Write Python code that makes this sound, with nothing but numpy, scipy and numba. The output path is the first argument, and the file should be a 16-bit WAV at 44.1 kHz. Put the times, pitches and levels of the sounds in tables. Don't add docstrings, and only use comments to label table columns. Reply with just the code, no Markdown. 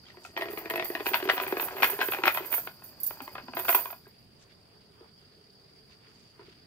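import sys
import numpy as np
from scipy import signal
from scipy.io import wavfile
from scipy.ndimage import uniform_filter1d, map_coordinates
from numba import njit

SR = 44100
rng = np.random.default_rng(int(sys.argv[2]) if len(sys.argv) > 2 else 0)


def volts_from_decibels(level):
    exponent = np.asarray(level, float) / 20
    return 10 ** exponent


def to_wav(s):
    ch = np.atleast_2d(s).T
    pcm = np.round(np.clip(ch, -1, 1) * 32767)
    wavfile.write(sys.argv[1], SR, pcm.astype(np.int16))


N = 293706

# time [s], scrape level [dB].
DRAG = [(0, -64), (.35, -59), (.38, -46), (.75, -45), (1.02, -46), (1.15, -39.5), (1.5, -38), (1.72, -41),
        (1.87, -34), (2.2, -46.5), (2.4, -38.5), (2.6, -48), (2.75, -59.5), (3.3, -54), (3.5, -56),
        (3.62, -43.5), (3.8, -39), (4.02, -68)]
# time [s], bow, rib, plank and stern levels [dB].
PLACE = [
    (1.03, 0, -7, -4, -20),
    (1.08, -20, 0, 0, -20),
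    (2.3, -20, 0, 0, -20),
    (2.5, -20, -2, -5, 0),
]
# frequency [Hz], level [dB].
STEEL = [(6500, -29.5), (8500, -33.5), (9200, -19.5), (10500, -16), (11200, -18), (12200, -20),
         (12600, -14), (13000, -7), (13400, -6), (13900, -3.5), (14250, -3), (14600, -3.5), (15100, -8),
         (15450, -18.5)]
HIGH_RING_HZ = 12200


def unit(x):
    return x / np.sqrt(np.mean(x ** 2) + 1e-20)


def along(points, hz):
    f, v = np.transpose(points)
    return np.interp(np.log(hz + 1), np.log(f + 1), v)


def curves(rows, s):
    t, *cols = np.transpose(rows)
    return [np.interp(s, t, c) for c in cols]


def wobble(rate_hz):
    knots = rng.standard_normal(int(N * rate_hz / SR) + 4)
    return map_coordinates(knots, [np.arange(N) * rate_hz / SR])


@njit
def add(out, start, left, right, step, rise, count):
    for k in range(len(start)):
        z, soft = 1 + 0j, 1.
        for n in range(start[k], min(start[k] + count[k], out.shape[1])):
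            out[0, n] += (left[k] * z).imag * (1 - soft)
            out[1, n] += (right[k] * z).imag * (1 - soft)
            z *= step[k]
            soft *= rise[k]


def rings(s, hz, db, t60_s, attack_s, lean_db=0):
    # frequency [Hz], lead [radians].
    lead_rad = [(100, .05), (1290, 0.79), (2070, 2.32), (2580, 0.55), (3620, 3.16), (5600, 3.13)]
    # frequency [Hz], spread [radians].
    scatter_rad = [(300, .08), (1000, .3), (2200, .6), (4000, 1.2), (8000, 2.5)]
    # frequency [Hz], left minus right [dB].
    balance_db = [(300, -0.5), (700, -1.5), (1500, 1.5), (2800, 5.5), (4500, -5.5), (9000, -9.5),
                  (14000, -6.5)]
    parts = np.broadcast_arrays(s, hz, db, t60_s, attack_s, lean_db)
    s, hz, db, t60_s, attack_s, lean_db = (v.ravel() for v in parts)
    spread = along(scatter_rad, hz) * rng.standard_normal((len(s), 2)).T
    half_gain = volts_from_decibels((along(balance_db, hz) + lean_db) / 2 + spread[0])
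    half = half_gain * np.exp(.5j * (along(lead_rad, hz) + spread[1]))
    step = np.exp((2j * np.pi * hz - np.log(1000) / t60_s) / SR)
    rise = np.exp(-1 / (attack_s * SR))
    start, count = (s * SR).astype(np.int64), (t60_s * SR).astype(np.int64)
    out = np.zeros((2, N))
    add(out, start, volts_from_decibels(db) * half, volts_from_decibels(db) / half, step, rise, count)
    return out


def rush(spectrum, patchy_db):
    # frequency [Hz], left-right likeness [0 to 1].
    alike = [(60, .9), (130, .86), (290, .72), (640, .36), (1400, .05), (15000, 0)]
    hz, _, z = signal.stft(rng.standard_normal((2, N)), SR, nperseg=1024)
    field = uniform_filter1d(rng.standard_normal(z.shape[1:]), size=14, axis=0)
    field = uniform_filter1d(field, size=5, axis=1)
    turn = np.arccos(np.clip(along(alike, hz), -1, 1))[:, None] / 2
    gain = volts_from_decibels(along(spectrum, hz)[:, None] + patchy_db * unit(field))
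    mid, side = z * gain * [np.cos(turn), np.sin(turn)]
    return unit(signal.istft(np.array([mid + side, mid - side]), SR, nperseg=1024)[1][:, :N])


def marsh():
    # time [s], rumble level [dB], insect level [dB].
    levels = [(.2, -62.5, -59.5), (.8, -58, -55), (2.6, -61, -59.5), (3.7, -60, -54.5), (4.1, -62, -63.5),
              (5.5, -64.5, -62.5), (5.75, -64.5, -61.5), (6.0, -63, -62), (6.6, -63.5, -63)]
    # frequency [Hz], level [dB].
    rumble_hz_db = [(12, -50.5), (20, -11), (32, -23), (64, -1.5), (151, -1), (440, -12), (567, -16.5),
                    (698, -18), (900, -21), (1170, -69.5), (1980, -120)]
    hum_hz_db = [(300, -70), (380, -14.5), (400, 4), (420, -5), (450, -11), (480, -14.5), (600, -63)]
    insects_hz_db = [(2350, -51), (4000, -45), (4160, -17.5), (4370, -6), (4640, 3.5), (4940, 0.5),
                     (5020, -3.5), (5500, -19), (7150, -28), (12100, -120)]
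    water_hz_db = [(350, -33), (600, -6.5), (699, -6), (789, -12), (1080, -10), (4100, -14.5), (5330, -56),
                   (9020, -120)]
    leaves_hz_db = [(3180, -34), (5400, -13.5), (7170, -12), (9510, -7.5), (12100, -12.5), (14800, -11.5),
                    (15800, -14)]
    t = np.arange(N) / SR
    rumble_db, insect_db = curves(levels, t)
    hum_db = -66.5 - 7.7 * ((t - 5.4) / 1.6) ** 2
    flicker_db = 1.96 * wobble(140) + 0.27 * wobble(2.7)
    rumble = volts_from_decibels(rumble_db + 2.0) * rush(rumble_hz_db, patchy_db=1)
    hum = volts_from_decibels(hum_db) * rush(hum_hz_db, patchy_db=1.5)
    insects = volts_from_decibels(insect_db + flicker_db) * rush(insects_hz_db, patchy_db=1.0)
    water = volts_from_decibels(-66.0 + 0.604 * wobble(47)) * rush(water_hz_db, patchy_db=2.0)
    leaves = volts_from_decibels(-74 + .7 * wobble(30)) * rush(leaves_hz_db, patchy_db=.7)
    return (rumble + hum + insects + water + leaves + stirs()) * volts_from_decibels([[-.7], [.7]])


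def scrape():
    s, pick, size = rng.random((9000, 3)).T
    s, hz = s * DRAG[-1][0], 500 * 14 ** pick
    clumps_db = 3 * wobble(45)[(s * SR).astype(int)]
    db = curves(DRAG, s)[0] + clumps_db + 12 * size - 9 * pick - 10
    return rings(s, hz, db, 14 / hz, 0.61 / hz)


def drops():
    # start [s], frequency [Hz], level [dB], t60 [s].
    bubbles = [(.037, 1440, -48, 0.025), (0.066, 3200, -43, 0.022), (0.084, 1260, -53, 0.059),
               (0.102, 1900, -39.5, 0.023), (0.143, 970, -49, 0.077), (3.214, 270, -32.5, 0.048),
               (3.21, 800, -46.5, 0.17), (3.433, 250, -39, 0.059), (3.485, 255, -34.5, 0.07),
               (3.551, 248, -34, 0.061), (4.057, 1590, -49, 0.055), (.249, 1360, -32, 0.027),
               (.249, 2540, -36, 0.028), (.251, 700, -37, 0.028), (0.291, 390, -43, 0.056),
               (5.008, 457, -51, 0.14), (6.045, 2310, -59, .05), (6.07, 1900, -64, 0.046),
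               (6.09, 2500, -66, 0.034)]
    s, hz, db, t60_s = np.transpose(bubbles)
    return rings(s, hz, db, t60_s, 1.45 / hz)


def stirs():
    # centre time [s], level [dB], centre frequency [Hz], half length [s].
    swells = [(0.092, -55.5, 3440, 0.041), (0.266, -54.5, 6200, 0.04), (4.42, -59.5, 5270, 0.024),
              (4.513, -64, 3200, 0.03), (5.033, -59.5, 900, 0.04), (5.299, -74, 3200, 0.12),
              (5.925, -59.5, 3660, 0.029), (6.076, -62, 2190, 0.072), (6.194, -66.5, 4980, 0.12),
              (6.411, -54, 1590, 0.018), (6.495, -60.5, 3200, 0.097)]
    t, out = np.arange(N) / SR, np.zeros((2, N))
    for s, db, hz, half_s in swells:
        span = slice(max(round((s - 3 * half_s) * SR), 0), round((s + 3 * half_s) * SR))
        band = signal.butter(3, [hz / 2.64, hz * 1.38], "band", fs=SR, output="sos")
        crackle = rng.standard_normal((2, len(t[span]))) * volts_from_decibels(3.4 * wobble(300)[span])
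        swell = np.exp(-((t[span] - s) / half_s) ** 2)
        out[:, span] += volts_from_decibels(db) * swell * unit(signal.sosfilt(band, crackle))
    return out


def knock(s, boom_db, plank_db, rim_db):
    # frequency [Hz], level [dB], t60 [s].
    boom = [(369.2, 1, 0.055), (415, -6, 0.05)]
    plank = [(619, -2, 0.032), (690, -4, 0.045), (791, 4.5, 0.023), (983, 6.5, 0.024), (1053, 7, 0.0079)]
    stern = [(672, -4.5, 0.04), (1000, 1.5, 0.027), (1420, -4.5, .025)]
    rib = [(1177, 0, 0.021), (1384, 7, 0.014), (1620, 7.5, 0.016)]
    rim = [(1923, 3, 0.017), (2174, -8.5, 0.048), (2500, 0.5, 0.022), (2880, -8.5, 0.028),
           (3200, -0.5, 0.011), (3556, -11.5, 0.027), (4180, -6.5, 0.0098), (4760, -22.5, 0.077),
           (5420, -13, 0.0077)]
    bow = [(664, -7, 0.08), (1900, 2, 0.021)]
    at_bow_db, at_rib_db, at_plank_db, at_stern_db = curves(PLACE, s)
    middle_db = (plank_db + rim_db) / 2
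    parts = [(boom, boom_db - 1.5), (plank, plank_db + at_plank_db - 4.5), (stern, plank_db + at_stern_db),
             (rib, middle_db + at_rib_db - 5.5), (rim, rim_db - 4.5), (bow, middle_db + at_bow_db)]
    wet_damping = .8
    hz, level_db, t60_s = np.concatenate([modes for modes, _ in parts]).T * [[1], [1], [wet_damping]]
    share_db = np.stack([part_db for modes, part_db in parts for _ in modes], axis=1)
    chance = rng.standard_normal((len(s), 4, len(hz)))
    start_s = s[:, None] + .0014 * abs(chance[:, 3])
    shifted_hz = hz * (1 + np.where(hz < 500, .012, 0.014) * chance[:, 0])
    db = share_db + level_db + 2 * chance[:, 1]
    return rings(start_s, shifted_hz, db, t60_s * np.exp(0.1075 * chance[:, 2]), 0.67 / hz)


def hull():
    # start [s], blow [dB], boom [dB].
    bow_knocks = [(0.1699, -44.5, -38.5), (0.25, -40, -54), (.365, -28.5, -29), (0.3739, -24.5, -32),
                  (0.394, -45, -27.5), (0.4093, -26.5, -43), (0.4207, -25.5, -27.5), (0.456, -33.5, -24),
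                  (0.484, -34, -28.5), (.495, -46, -22), (0.518, -41, -42), (0.533, -39, -25),
                  (0.5741, -29, -25), (.622, -63, -35), (0.6563, -31.5, -27.5), (0.6995, -26.5, -50),
                  (.707, -25.5, -23.5), (0.7368, -27, -25), (.757, -25, -27), (0.777, -27, -21),
                  (0.7963, -22.5, -26), (0.8236, -26.5, -27), (.855, -31, -40), (0.9, -35, -18),
                  (0.932, -54, -33.5), (0.951, -24, -26), (0.9975, -32, -41), (1.004, -29.5, -24)]
    rib_knocks = [(1.065, -19.5, -23), (1.0871, -29.5, -48), (1.114, -39.5, -25), (1.0578, -29, -48),
                  (1.156, -27, -41.5), (1.2004, -33, -46), (1.2523, -31.5, -21), (1.3685, -31, -33),
                  (1.412, -30.5, -26), (1.479, -31, -49), (1.5018, -53, -53), (1.7068, -37.5, -45.5),
                  (1.7657, -35, -42), (2.002, -36, -61), (2.021, -26, -39), (2.028, -30, -27),
                  (2.1677, -35, -49), (2.2191, -39, -42), (2.2645, -24.5, -19), (1.2262, -28, -22),
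                  (1.275, -30.5, -23.5), (1.3336, -29, -30), (1.3783, -24, -55), (1.3995, -24, -35),
                  (1.4346, -29, -38), (1.465, -28.5, -28), (1.5237, -25.5, -16), (1.5688, -25.5, -21.5),
                  (1.597, -23, -65), (1.6263, -28, -30.5), (1.6831, -31.5, -51), (1.749, -45, -27.5),
                  (1.7819, -31, -31.5), (1.801, -34, -24), (1.8428, -15, -38), (1.897, -28, -40),
                  (1.9307, -33, -24), (1.9893, -29, -24), (2.0844, -27, -19), (2.121, -24.5, -39),
                  (2.1339, -24.5, -46), (2.1453, -27.5, -30), (2.1849, -31.5, -21), (2.236, -18.5, -17.5),
                  (2.2544, -18, -46)]
    slack_knocks = [(2.3468, -27.5, -65), (2.36, -29.5, -51), (2.372, -22, -35), (2.4043, -46, -29),
                    (2.5152, -33.5, -52), (2.527, -25, -38), (2.5386, -23.5, -44), (2.5791, -31, -40),
                    (2.672, -28, -37), (2.8205, -47, -67), (3.1071, -34, -40), (3.1704, -52, -65),
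                    (3.203, -34, -45), (3.2771, -35.5, -39), (3.3525, -31, -41), (3.3806, -32, -44),
                    (3.3969, -46, -53), (3.482, -37.5, -39), (3.535, -33.5, -39), (3.568, -23.5, -29.5),
                    (3.59, -33, -28.5), (3.5962, -30.5, -44.5), (3.649, -31.5, -57), (3.7264, -25, -45.5),
                    (3.7466, -17.5, -28), (3.682, -24.5, -32), (3.788, -32.5, -43), (3.8557, -30.5, -48),
                    (3.903, -36, -63), (3.927, -37, -64), (4.0664, -49, -44)]
    nudges = [
        (4.763, -70, -51),
        (5.007, -55.5, -39.5),
        (5.9, -62, -78),
        (6.393, -52, -38.5),
        (6.415, -65, -41),
        (6.481, -65, -42),
    ]
    slams = [
        (1.142, -16, -42),
        (1.2972, -14.5, -29.5),
        (1.8306, -13, -27.5),
        (2.0127, -19.5, -39),
        (2.2783, -14.5, -34),
        (3.6906, -17, -37),
    ]
    # time from the main blow [s], level [dB].
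    whip = [
        (-.008, -4.5),
        (0, 1.5),
        (.006, -16.5),
        (.016, -21.5),
    ]
    # frequency [Hz], level [dB], t60 [s].
    crack = [(1118, -6.5, 0.0045), (2500, -9, 0.0037), (3860, -4, 0.0022)]
    even_db, brighten_db_per_db = -39, 0.14
    slack_s, slack_dull_db = 2.3, 1.5
    rattle_rel_db, bow_rattle_db = -5.5, 6

    whips = [(s + late_s, blow_db + db, boom_db + db)
             for s, blow_db, boom_db in slams for late_s, db in whip]
    s, blow_db, boom_db = np.transpose(bow_knocks + rib_knocks + slack_knocks + nudges + whips)
    bright_db = brighten_db_per_db * (blow_db - even_db) - slack_dull_db * (s > slack_s)
    blows = knock(s, boom_db, blow_db - bright_db, blow_db + bright_db)
    hz, level_db, t60_s = np.transpose(crack)
    cracks = rings(s[:, None], hz, (blow_db + bright_db)[:, None] + level_db, t60_s, .00006)

    s, size = rng.random((1300, 2)).T
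    s = s * DRAG[-1][0]
    scrape_db = curves(DRAG, s)[0] + 12 * size - 9
    rattle_db = scrape_db + rattle_rel_db + bow_rattle_db * (s < PLACE[0][0])
    rattle = knock(s, rattle_db + 1.0, rattle_db - 0.5, scrape_db - 4.0)
    no_bass = signal.butter(3, 230, "high", fs=SR, output="sos")
    return signal.sosfilt(no_bass, blows + cracks + rattle)


def pitches(pick):
    mode = np.floor(pick * 260)
    return np.interp((mode + 1.5 * np.sin(mode ** 2)) / 260, [0, .5, 1], [6500, 12500, 15800])


def shake(s):
    # time [s], peak level [dB].
    tugs = [(.87, -34), (1.075, -25.5), (1.17, -47), (1.31, -30), (1.42, -35), (1.61, -26.5), (1.849, -22),
            (1.922, -33), (2.031, -27), (2.13, -31), (2.279, -26.5), (2.37, -37), (2.47, -36), (2.548, -24),
            (2.86, -45), (3.07, -31), (3.25, -42), (3.59, -35), (3.705, -17), (3.762, -25), (3.88, -62),
            (4.085, -78)]
    rise_db_per_s, fall_db_per_s = 448, 164.5
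    idle_db = -4.5
    low_db, low_slope, low_most_db = -21.5, -0.28, 8
    at_s, peak_db = np.transpose(tugs)[:, :, None]
    tugs_db = peak_db - np.maximum(rise_db_per_s * (at_s - s), fall_db_per_s * (s - at_s))
    idle_power = volts_from_decibels(2 * (curves(DRAG, s)[0] + idle_db))
    jingle_db = 10 * np.log10(np.sum(volts_from_decibels(2 * tugs_db), axis=0) + idle_power)
    return jingle_db, np.minimum(low_db + low_slope * jingle_db, low_most_db)


def sliding_links():
    # time [s], extra left minus right [dB].
    swing = [
        (0, -1.5),
        (2.2, 0),
        (2.6, 3.5),
        (3.3, 2.5),
        (3.7, 0.5),
    ]
    rest_s = 4.25
    low_life = .4
    s, pick, size, life = rng.random((12000, 4)).T
    s, hz = s * rest_s, pitches(pick)
    low = hz < HIGH_RING_HZ
    jingle_db, low_db = shake(s)
    db = jingle_db + np.where(low, low_db + 17.5, 0) + along(STEEL, hz) + 9 * size - 13.0
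    db += 4 * wobble(40)[(s * SR).astype(int)]
    t60_s = (0.0354 + 0.14 * life ** 2) * np.where(low, low_life, 1) * (hz / 14000) ** 0.5
    slide = rings(s, hz, db, t60_s, 0.00018, curves(swing, s)[0])
    ticks = rings(s, 3000 + 6000 * life, jingle_db + low_db - 12.0 + 14 * size, 0.0025, .0001)
    return slide + ticks


def jolted_links():
    # time [s], peak [dB], strongest ring [Hz], left minus right [dB].
    clinks = [(0.376, -37.5, 13300, -2), (0.505, -35.5, 14800, 0), (0.528, -37, 14800, -5.0),
              (0.5801, -30, 15000, 2), (0.699, -24.5, 12400, -1), (0.7565, -28, 12600, -1),
              (0.845, -24.5, 14400, 0.5), (0.9981, -54, 14600, 2), (1.0585, -44.5, 13800, -1),
              (1.0773, -27.5, 15000, -12), (1.1483, -25, 13600, -4.0), (1.1673, -30.5, 14600, -9),
              (1.2408, -32, 13500, -8.0), (1.299, -37, 14800, -4), (1.476, -26, 15000, -1),
              (1.576, -29.5, 13300, -3), (1.6046, -26.5, 13100, -9), (1.7849, -46, 13100, -4),
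              (1.802, -33.5, 13800, -4.5), (1.84, -18.5, 13900, -10), (1.9004, -21.5, 13200, -8.5),
              (2.0138, -28, 13500, -10), (2.0557, -26.5, 13500, -8), (2.1141, -23.5, 13000, -5.5),
              (2.257, -25, 14600, -9), (2.3421, -24, 13800, -9), (2.3685, -30, 14500, -10),
              (2.4585, -31.5, 13200, -12), (2.5044, -30.5, 14400, -10.5), (2.5202, -24, 14400, -17),
              (2.5434, -23, 14600, -11), (2.838, -38, 13500, -8.5), (3.0025, -31.5, 14500, -5.0),
              (3.033, -19.5, 13900, -5), (3.0642, -19.5, 14600, -11), (3.22, -33, 15600, -6),
              (3.5488, -35.5, 14200, -10), (3.5723, -32.5, 14300, -9.5), (3.5926, -25.5, 14100, -16),
              (3.6468, -27, 14500, -9), (3.6852, -19.5, 14100, -8), (3.7478, -13, 14600, -8.5),
              (3.9085, -35.5, 14000, -8.5), (4.0781, -53, 14000, -5.5)]
    # frequency [Hz], level [dB].
    snap = [(10600, -15.5), (13000, -6.5), (14300, -4), (15200, -8)]
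    favour_width_hz, favour_most_db = 700, 11
    s, db, best_hz, pan_db = np.transpose(clinks)[:, :, None]
    snap_hz, snap_db = np.transpose(snap)
    snaps = rings(s, snap_hz, db + snap_db, 0.0086, .00005, .7 * (pan_db + 6.5))

    pick, late, size = rng.random((len(s), 3, 90)).transpose(1, 0, 2)
    s, hz = s + .012 * late ** 3, pitches(pick)
    nearness = np.exp(-((hz - best_hz) / favour_width_hz) ** 2)
    favour_db = favour_most_db * (nearness - .5) * (hz > HIGH_RING_HZ)
    ring_db = db + along(STEEL, hz) + favour_db - 8.5 - 12 * size
    t60_s = (0.0395 + 0.17 * size) * (hz / 14000) ** 0.76
    jolts = rings(s, hz, ring_db, t60_s, 0.000305, 0.74 * (pan_db + 7))
    contact_db = db + along(STEEL, hz) / 2 - 20.0 - 14 * late
    contacts = rings(s - 0.0069 * late ** 3, hz, contact_db, 0.013, 0.00027)
    spray = rings(s, 3500 + 6000 * size, db - 29.0 - 12 * pick, 0.013, .0001)
    return snaps + jolts + contacts + spray


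def free_links():
    # start [s], frequency [Hz], level [dB].
    ringers = [
        (.578, 12300, -44),
        (.842, 4580, -39),
        (.846, 12410, -36),
        (1.6, 11600, -39),
        (3.69, 13870, -30),
    ]
    s, hz, db = np.transpose(ringers)
    return rings(s, hz * [[1], [1.004]], db - 4, .16, .004)


def trees(x):
    # frequency [Hz], t60 [s].
    echo_t60_s = [(300, 0.11), (2000, 0.16), (6000, 0.14), (14000, 0.0126)]
    hop, delay = SR // 5, 150
    out = np.zeros((2, N + SR))
    for start in range(0, N - hop, hop):
        hz, t, z = signal.stft(rng.standard_normal((2, hop)), SR, nperseg=256)
        apart = np.clip(hz / 2500, 0, 1)[:, None]
        pair = np.array([z[0], np.sqrt(1 - apart ** 2) * z[0] + apart * z[1]])
        decay = volts_from_decibels(-60 * t / along(echo_t60_s, hz)[:, None])
        tail = signal.istft(pair * decay, SR, nperseg=256)[1]
        piece = x[:, start:start + 2 * hop]
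        faded = piece * np.hanning(2 * hop)[:piece.shape[1]]
        wet = signal.fftconvolve(faded, tail / np.linalg.norm(tail[0]), axes=1)
        out[:, start + delay:start + delay + wet.shape[1]] += wet
    return out[:, :N]


def scene():
    chain = sliding_links() + jolted_links() + free_links()
    boat = scrape() + drops() + hull() + chain
    return marsh() + boat + volts_from_decibels(-7.0) * trees(boat)


def band_limit(x):
    return signal.sosfilt(signal.butter(12, 16620, fs=SR, output="sos"), x)


def record(dry):
    top_hz = 15780
    kept = signal.sosfilt(signal.ellip(8, 1, 30, top_hz, fs=SR, output="sos"), dry)
    return band_limit(kept)


dry = scene()
out = record(dry)
to_wav(out)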